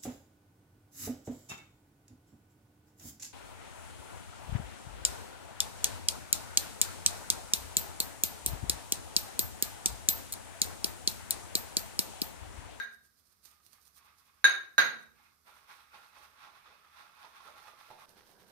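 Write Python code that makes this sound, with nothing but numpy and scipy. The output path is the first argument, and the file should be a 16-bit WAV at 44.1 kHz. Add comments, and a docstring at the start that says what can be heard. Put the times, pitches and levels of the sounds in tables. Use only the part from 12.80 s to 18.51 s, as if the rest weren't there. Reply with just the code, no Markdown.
"""Whipping up shaving lather

A damp brush swirls over soap in a hand-held ceramic bowl in a small bathroom, lightly, then firmly.
Tiny bubbles break and sound the hollow of the bowl, lather squelches and pops, bristles hiss and flick.
The handle clinks on the bowl three times. At the end the brush rubs the lather into a bearded neck."""
import sys
import numpy as np
from scipy import signal
from scipy.fft import rfft, irfft
from scipy.io import wavfile

SR = 44100
rng = np.random.default_rng(int(sys.argv[2]) if len(sys.argv) > 2 else 0)


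def file_out(sig):
    """Save sig as 16-bit WAV at sys.argv[1]."""
    # one column per channel
    cols = np.atleast_2d(sig).T
    # limit, then scale
    lim = np.clip(cols, -1, 1)
    pcm = np.round(lim * 32767).astype(np.int16)
    wavfile.write(sys.argv[1], SR, pcm)


N = 251811
TIME = np.arange(N) / SR
HZ = np.maximum(np.fft.rfftfreq(N, 1 / SR), 1)
NECK_START_S = 5.258

# Levels are relative: the functions add their own gains. t60 is the time a sound takes to fade by 60 dB.
# light sweeps over the soap, about eight a second: t/s, hiss/dB, lather/dB
LIGHT_SWEEPS = [(0.035, -66.5, -82), (0.15, -72.5, -91), (0.263, -72.5, -92), (0.399, -71.5, -89),
                (0.479, -76.5, -91.5), (0.529, -73.5, -84), (0.664, -65, -72.5), (0.715, -74, -71.5),
                (0.864, -70, -83), (0.938, -68, -70), (1.03, -72.5, -84), (1.075, -67.5, -77.5),
                (1.182, -63.5, -67.5), (1.265, -73, -65.5), (1.403, -72, -73), (1.475, -75.5, -71),
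                (1.575, -84, -73), (2.234, -74, -73), (2.382, -82, -67.5), (2.445, -80, -68)]
# firm turns, about four a second, each a push and a return:
# t/s, push/dB, rise/s, return delay/s, return/dB, squelch/dB, hiss/dB
FIRM_TURNS = [(2.685, -60, 0.017, 0.094, -63.5, -71, -73), (2.914, -54, 0.02, 0.096, -62, -74.5, -69.5),
              (3.154, -54.5, 0.017, 0.1, -61, -71, -71), (3.378, -58.5, 0.028, 0.068, -58, -68.5, -73),
              (3.653, -55.5, 0.049, 0.12, -61, -72, -77), (3.875, -59.5, 0.025, 0.065, -65, -68, -86),
              (4.208, -56, 0.045, 0.063, -65, -73.5, -75.5), (4.458, -56.5, 0.065, 0.12, -57, -71, -75),
              (4.678, -55, 0.035, 0.11, -58, -62, -71), (4.885, -57, 0.064, 0.13, -58.5, -66.5, -73.5),
              (5.11, -60, 0.051, 0.115, -58.5, -64, -72.5)]
# notes of the air in the bowl: f/Hz, width/Hz, level under a firm brush/dB, under a light brush/dB
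BOWL_AIR_NOTES = [(838, 41, 4, -2.5), (1109, 83, 0.5, 1), (1228, 250, -6.5, -2.5), (1375, 66, 1.5, -1.5),
                  (1610, 75, -7.5, -9), (2145, 160, -13, -5.5), (2557, 220, -10.5, -5),
                  (3525, 290, -10.5, -9.5)]
# pockets of lather bursting: t/s, level/dB, f/Hz
LATHER_POPS = [(1.21, -62, 1153), (2.899, -50, 1640), (3.143, -49, 854), (3.649, -50, 837),
               (4.047, -52, 1310), (4.208, -47, 1335), (4.446, -44.5, 964), (4.606, -44.5, 1090),
               (4.677, -45, 1270), (4.881, -42.5, 1217), (5.104, -43, 824), (5.112, -41.5, 833),
               (5.221, -48, 1160)]
# tufts of bristles springing free: t/s, level/dB
TUFT_FLICKS = [(0.6515, -38), (0.6553, -36.5), (0.659, -45), (0.714, -45), (0.8644, -40), (0.931, -39),
               (1.0236, -57.5), (1.0787, -46), (1.1744, -47), (5.2927, -44.5)]
# handle hitting the bowl: t/s, ring/dB, brightness/dB per octave, spot (0 rim, 1 inner wall), knock/dB
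HANDLE_HITS = [(-0.016, -21.5, -4, 0.54, -28), (1.6428, -9.5, 1.8, 0.27, -11),
               (1.6514, -14, -6, 0.11, -22.5), (1.9807, -14, 2.1, 0.82, -11.5), (1.9856, -20, -2, 1, -14.5)]
# notes of the bending ceramic: f/Hz, level hit on the rim/dB, on the wall/dB, t60/s, left minus right/dB
CERAMIC_NOTES = [(1610.6, -3.5, -0.5, 0.67, -1), (1696, -14, -16, 0.12, -3.5),
                 (3700, -7.5, -28, 0.31, -10.5), (3797, -12, -10, 0.24, -2.5),
                 (6484, -18.5, -16.5, 0.2, -7), (9726, -24.5, -25.5, 0.066, -11),
                 (13400, -39.5, -26, .1, -5.5)]
# strokes over the beard: t/s, level/dB
BEARD_STROKES = [(5.299, -68), (5.39, -64), (5.468, -68), (5.515, -69.5), (5.61, -66.5), (5.695, -67.5)]

# tone colours, or how strong each pitch is in a noise: f/Hz, level/dB
LATHER_COLOUR = [(400, -18), (750, -4.5), (1200, 2), (2300, -1.5), (3000, -6.5), (3700, -3), (5500, -9.5),
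                 (6600, -14), (7400, -26), (9000, -17), (15000, -29)]  # breaking bubbles
SQUELCH_COLOUR = [(100, -22), (250, -1), (450, 4.5), (650, 10.5), (900, -5.5), (1600, -25)]  # squeezed lather
BRISTLE_COLOUR = [(1500, -11), (3000, -8), (4200, 0), (6200, -1), (7400, -6.5), (8800, 1.5), (11500, -2),
                  (13500, 1), (15000, -8.5), (16000, -8.5)]  # sliding tips
KNOCK_COLOUR = [(100, -40), (400, -17), (800, -13), (1200, -3.5), (1500, 10), (2000, 4), (2600, -2.5),
                (3200, -10), (4000, -0.5), (5500, -19), (6700, -14), (7500, -41.5), (13800, -21.5),
                (15500, -45)]  # handle meeting ceramic
SKIN_COLOUR = [(53, -34), (90, -17), (214, 4), (247, -9), (382, 0.5), (758, -3), (931, -2), (1290, -11),
               (1600, -1), (2080, -26), (3520, -120)]  # rubbed skin
BEARD_COLOUR = [(800, 1), (1600, -0.5), (2600, -4.5), (4000, -4), (6000, -7.5), (7500, -26), (12000, -27)]  # scratched beard
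AIR_COLOUR = [(25, -13), (50, -3.5), (75, 9), (110, -4.5), (155, -0.5), (250, -4.5), (600, -13.5),
              (950, -13.5), (1250, -4.5), (2800, -19.5), (5000, -8), (7300, -15.5), (13500, -10.5),
              (15500, -19)]  # the quiet room

# how long the bathroom echoes: f/Hz, t60/s
ECHO_TIMES = [(150, 0.77), (400, 0.55), (1500, .41), (4000, 0.38), (7000, .35), (14000, 0.33)]
# standing waves, low notes that linger between the walls: f/Hz, level/dB, t60/s
ROOM_NOTES = [(150, -1, 0.92), (220, 1.5, 0.94), (231, -2, .5), (352.3, -0.5, 0.63), (417, -1.5, 0.51)]
# which side is louder: f/Hz, left minus right/dB
STEREO_BALANCE = [(60, -5.5), (110, -2), (200, -5.5), (380, 0.5), (700, -8), (1290, -4), (2380, -3.5),
                  (4400, -15.5), (8120, -12.5), (15000, -21)]
# how alike left and right are: f/Hz, likeness (1 the same, 0 unrelated)
STEREO_LIKENESS = [(60, 0.86), (130, 0.29), (290, 0.21), (640, 0.93), (1410, -0.033), (3100, 0.095),
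                   (6820, -0.22), (15000, 0.19)]


def brush_motion(foam_lag_s=0.02, hiss_follows=0.71):
    """The hand's motion as three loudness curves: lather stirred, lather squeezed, tips sliding."""
    # Strokes add up as powers (gain squared). Foam answers later and more slowly than the tips.
    foam_sweeps = [(s + foam_lag_s, db) for s, _, db in LIGHT_SWEEPS]
    stirred = swells(foam_sweeps, rise_s=0.029, fall_s=0.075) ** 2
    squeezed = from_db(-25) ** 2 * stirred  # a light sweep hardly squelches
    tips = swells([(s, db) for s, db, _ in LIGHT_SWEEPS], rise_s=0.022, fall_s=0.013) ** 2
    stirred += from_db(-68) ** 2 * (TIME > FIRM_TURNS[0][0])  # steady drag between firm pushes
    for s, push_db, rise_s, return_s, return_db, squelch_db, hiss_db in FIRM_TURNS:
        push = swells([(s, push_db)], rise_s, fall_s=0.0506)
        back = swells([(s + return_s, return_db)], rise_s=0.0324, fall_s=0.043)
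        turn = np.hypot(push, back)
        stirred += turn ** 2
        squeezed += swells([(s, squelch_db)], rise_s=0.016, fall_s=0.12) ** 2
        tips += (from_db(hiss_db) * (turn / from_db(push_db)) ** hiss_follows) ** 2
    on_neck = swells([(s, -74.5) for s, _ in BEARD_STROKES], rise_s=0.02, fall_s=0.063) ** 2
    tips = np.where(TIME < NECK_START_S, tips, on_neck)
    tips += from_db(-85.5) ** 2  # tips that barely move still hiss a little
    return np.sqrt([stirred, squeezed, tips])


def lather(room, stirred, squeezed, hollow_db=11.0, clump_db=2.5):
    """Countless bubbles break and sound the hollow of the bowl; pressing deeper adds a low squelch."""
    firmness = np.interp(stirred, from_db([-70, -60]), [0, 1])
    swish = coloured(clicks(per_s=6400, spread_db=3.5), LATHER_COLOUR)
    inside = coloured(clicks(per_s=2000, spread_db=1.0), LATHER_COLOUR)
    for k, (hz, width_hz, firm_db, light_db) in enumerate(BOWL_AIR_NOTES):
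        level_db = hollow_db + firmness * firm_db + (1 - firmness) * light_db
        level_db += clump_db * flutter(per_s=43)  # foam collapses in clumps, favouring notes by turns
        swish = swish + (-1) ** k * resonate(inside * from_db(level_db), hz, width_hz)
    swish = in_room(swish, room, echo_db=-2.5)[:, :N]
    swish *= from_db(0.14) / np.std(swish.mean(axis=0))
    squelch = from_db(-1.5) * coloured(clicks(per_s=4000, spread_db=4.5), SQUELCH_COLOUR)
    return (stirred * swish + squeezed * squelch) * (TIME < NECK_START_S)


def pops(room, t60=0.031, rise_s=0.00014, fizz_db=-15.5):
    """A larger pocket of air bursts with a short hollow note and a spit of foam."""
    out, t = np.zeros((2, N)), TIME[:SR // 10]
    fizz = from_db(fizz_db) * coloured(rng.standard_normal((2, N)), LATHER_COLOUR)
    for k, (s, db, hz) in enumerate(LATHER_POPS):
        note = np.sin(2 * np.pi * hz * t) * pan(-7.5)
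        spit = fizz[:, k * len(t):(k + 1) * len(t)]
        fade = from_db(db - 60 * t / t60) * (1 - np.exp(-t / rise_s))
        add(out, s, in_room((note + spit) * fade, room, echo_db=1.0))
    return out * (TIME < NECK_START_S)


def bristles(room, sliding, hiss_db=3.0, clump_db=1.2, flick_db=-10.5, flick_t60=0.011):
    """The tips slide with a fine, uneven crackle; now and then a tuft springs free."""
    hiss_gain = sliding * from_db(hiss_db + clump_db * flutter(per_s=130))
    out = hiss_gain * coloured(clicks(per_s=5200, spread_db=-1.0), BRISTLE_COLOUR)
    spray = coloured(rng.standard_normal((2, N)), BRISTLE_COLOUR)
    t = TIME[:SR // 10]
    for k, (s, db) in enumerate(TUFT_FLICKS):
        flick = spray[:, k * len(t):(k + 1) * len(t)] * from_db(db + flick_db - 60 * t / flick_t60)
        add(out, s, in_room(flick, room, echo_db=-1.0))
    return out


def clinks(free_s=0.013, settle_t60=0.032, knock_gain_db=-9, knock_t60=0.04, thud_db=9.5):
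    """The handle knocks on the bowl, which rings freely until the handle settles against it."""
    out, t = np.zeros((2, N)), TIME[:SR // 4]
    knocks = coloured(rng.standard_normal((2, N)), KNOCK_COLOUR, lean=0.87)
    thuds = from_db(thud_db) * signal.sosfiltfilt(signal.butter(2, 800, fs=SR, output="sos"), knocks)
    onset = 1 - np.exp(-t / 0.00012)
    settle_db = -60 * np.maximum(t - free_s, 0) / settle_t60
    arrival = t - np.array([[0], [0.000075]])  # the ring reaches the left side first
    for k, (s, ring_db, bright_db, spot, knock_db) in enumerate(HANDLE_HITS):
        room = bathroom()
        for hz, rim_db, wall_db, t60, lean_db in CERAMIC_NOTES:
            octaves_up = np.log2(hz / CERAMIC_NOTES[0][0])
            struck_db = ring_db + (1 - spot) * rim_db + spot * wall_db + bright_db * octaves_up
            fade = onset * from_db(struck_db - 60 * t / t60 + settle_db)
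            note = without_bass(fade * np.sin(2 * np.pi * hz * arrival), hz=900)
            add(out, s, in_room(note * pan(lean_db), room, echo_db=-3.5))
        knock = (knocks + spot * thuds)[:, k * len(t):(k + 1) * len(t)]  # the wall thuds, the rim does not
        knock *= onset * from_db(knock_db + knock_gain_db - 60 * t / knock_t60)
        add(out, s, in_room(without_bass(knock, hz=170), room, echo_db=3.0))
    return out


def neck(rub_db=-69, scratch_db=1.0):
    """Lather on skin is a dull rub, with a light scratch of beard on each stroke."""
    rub = from_db(rub_db - flutter(per_s=20))
    skin = rub * coloured(clicks(per_s=18000, spread_db=-1.0), SKIN_COLOUR, lean=1.34)
    scratch = from_db(scratch_db) * swells(BEARD_STROKES, rise_s=0.02, fall_s=0.063)
    beard = scratch * coloured(clicks(per_s=1800, spread_db=1.5), BEARD_COLOUR)
    return (skin + beard) * (TIME >= NECK_START_S)


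def bathroom(build_s=0.0031, notes_db=-47.0, alike_below_hz=500):
    """The room's echo: reflections thicken quickly, the treble dies first and a few low notes linger."""
    t = TIME[:SR * 7 // 10]
    hz = np.maximum(np.fft.rfftfreq(len(t), 1 / SR), 1)
    mid, side = rfft(rng.standard_normal((2, len(t))))
    alike = 1 / (1 + (hz / alike_below_hz) ** 2)  # long waves reach both sides together
    noise = np.sqrt((1 + alike) / 2) * mid + np.sqrt((1 - alike) / 2) * side * [[1], [-1]]
    centres, t60s = np.transpose(ECHO_TIMES)
    tail = 0
    for share, t60 in zip(np.eye(len(centres)), t60s):
        fade = from_db(-60 * t / t60) * (1 - np.exp(-t / build_s))
        band = irfft(noise * np.interp(np.log(hz), np.log(centres), share), len(t))
        tail = tail + band * fade / np.linalg.norm(fade)
    notes = sum(np.sin(2 * np.pi * f * t) * from_db(db - 60 * t / t60) for f, db, t60 in ROOM_NOTES)
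    return tail + from_db(notes_db) * notes / 2


def still_air(level_db=-75):
    """The faint, steady rumble and hiss of the quiet room."""
    return from_db(level_db) * coloured(rng.standard_normal((2, N)), AIR_COLOUR, lean=0.55)


def in_room(sound, room, echo_db):
    """A sound plus its echo, whose energy is echo_db relative to the sound's own."""
    tail = signal.fftconvolve(sound, room, axes=1)
    tail /= np.linalg.norm(tail, axis=1, keepdims=True)
    tail *= from_db(echo_db) * np.linalg.norm(sound, axis=1, keepdims=True)
    tail[:, :sound.shape[1]] += sound
    return tail


def swells(strokes, rise_s, fall_s):
    """Loudness curve of strokes (t/s, level/dB): each swells smoothly to its peak and dies away."""
    power = 0
    for s, db in strokes:
        away = np.where(TIME < s, ((TIME - s) / rise_s) ** 2 / 2, (TIME - s) / fall_s)
        power = power + from_db(db) ** 2 * np.exp(-2 * np.minimum(away, 20))
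    return np.sqrt(power)


def clicks(per_s, spread_db):
    """Two unrelated streams of tiny clicks of uneven size, with an average power of one."""
    sizes = from_db(spread_db * np.minimum(rng.exponential(1, (2, N)), 4))
    streams = rng.standard_normal((2, N)) * sizes * (rng.random((2, N)) < per_s / SR)
    return streams / np.sqrt(np.mean(streams ** 2) + 1e-20)


def flutter(per_s):
    """A random wobble with a typical size of one."""
    return np.interp(TIME * per_s, np.arange(1000), 1.2 * rng.standard_normal(1000))


def coloured(pair, colour, lean=0.94):
    """Give two noises a tone colour and spread them left and right; their average has a power of one."""
    mid, side = rfft(pair) * from_db(at_hz(colour, HZ))
    alike = np.clip(at_hz(STEREO_LIKENESS, HZ), -.95, .95)
    both = np.sqrt(1 + alike) * mid + np.sqrt(1 - alike) * side * [[1], [-1]]
    out = irfft(both * pan(lean * at_hz(STEREO_BALANCE, HZ)), N)
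    return out / np.std(out.mean(axis=0))


def resonate(x, hz, width_hz):
    """Let through a band of pitches around one note, as a hollow does."""
    r = np.exp(-np.pi * width_hz / SR)
    feedback = [1, -2 * r * np.cos(2 * np.pi * hz / SR), r * r]
    return signal.lfilter(np.array([1, 0, -1]) * (1 - r * r) / 2, feedback, x)


def without_bass(x, hz):
    """A small object gives off little sound below its lowest note."""
    return signal.sosfilt(signal.butter(2, hz, "high", fs=SR, output="sos"), x)


def from_db(db):
    """Turn decibels into a gain to multiply by."""
    return 10 ** (np.asarray(db) / 20)


def at_hz(points, hz):
    """Read between the rows of a table, giving every octave equal room."""
    f, value = np.transpose(points)
    return np.interp(np.log(hz), np.log(f), value)


def pan(lean_db):
    """Left and right gains that keep the total power; positive leans left."""
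    pair = from_db(np.array([[.5], [-.5]]) * lean_db)
    return pair / np.sqrt(np.mean(pair ** 2, axis=0))


def add(out, s, sound):
    """Mix in a stereo sound at s seconds, which may lie before the start."""
    at = round(s * SR)
    sound = sound[:, max(-at, 0):N - at]
    out[:, max(at, 0):max(at, 0) + sound.shape[1]] += sound


def scene():
    """Brush, bowl, neck and the still air of the room, added together."""
    room = bathroom()
    stirred, squeezed, sliding = brush_motion()
    air = still_air()
    bowl = clinks() + lather(room, stirred, squeezed) + pops(room)
    return bowl + bristles(room, sliding) + neck() + air


def record(dry, ceiling=0.86, cutoff_hz=15500):
    """Round off the loudest peaks and cut the highest treble."""
    rounded = ceiling * np.tanh(dry / ceiling)
    return signal.sosfilt(signal.ellip(10, .1, 80, cutoff_hz, fs=SR, output="sos"), rounded)


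dry = scene()
out = record(dry)
file_out(out)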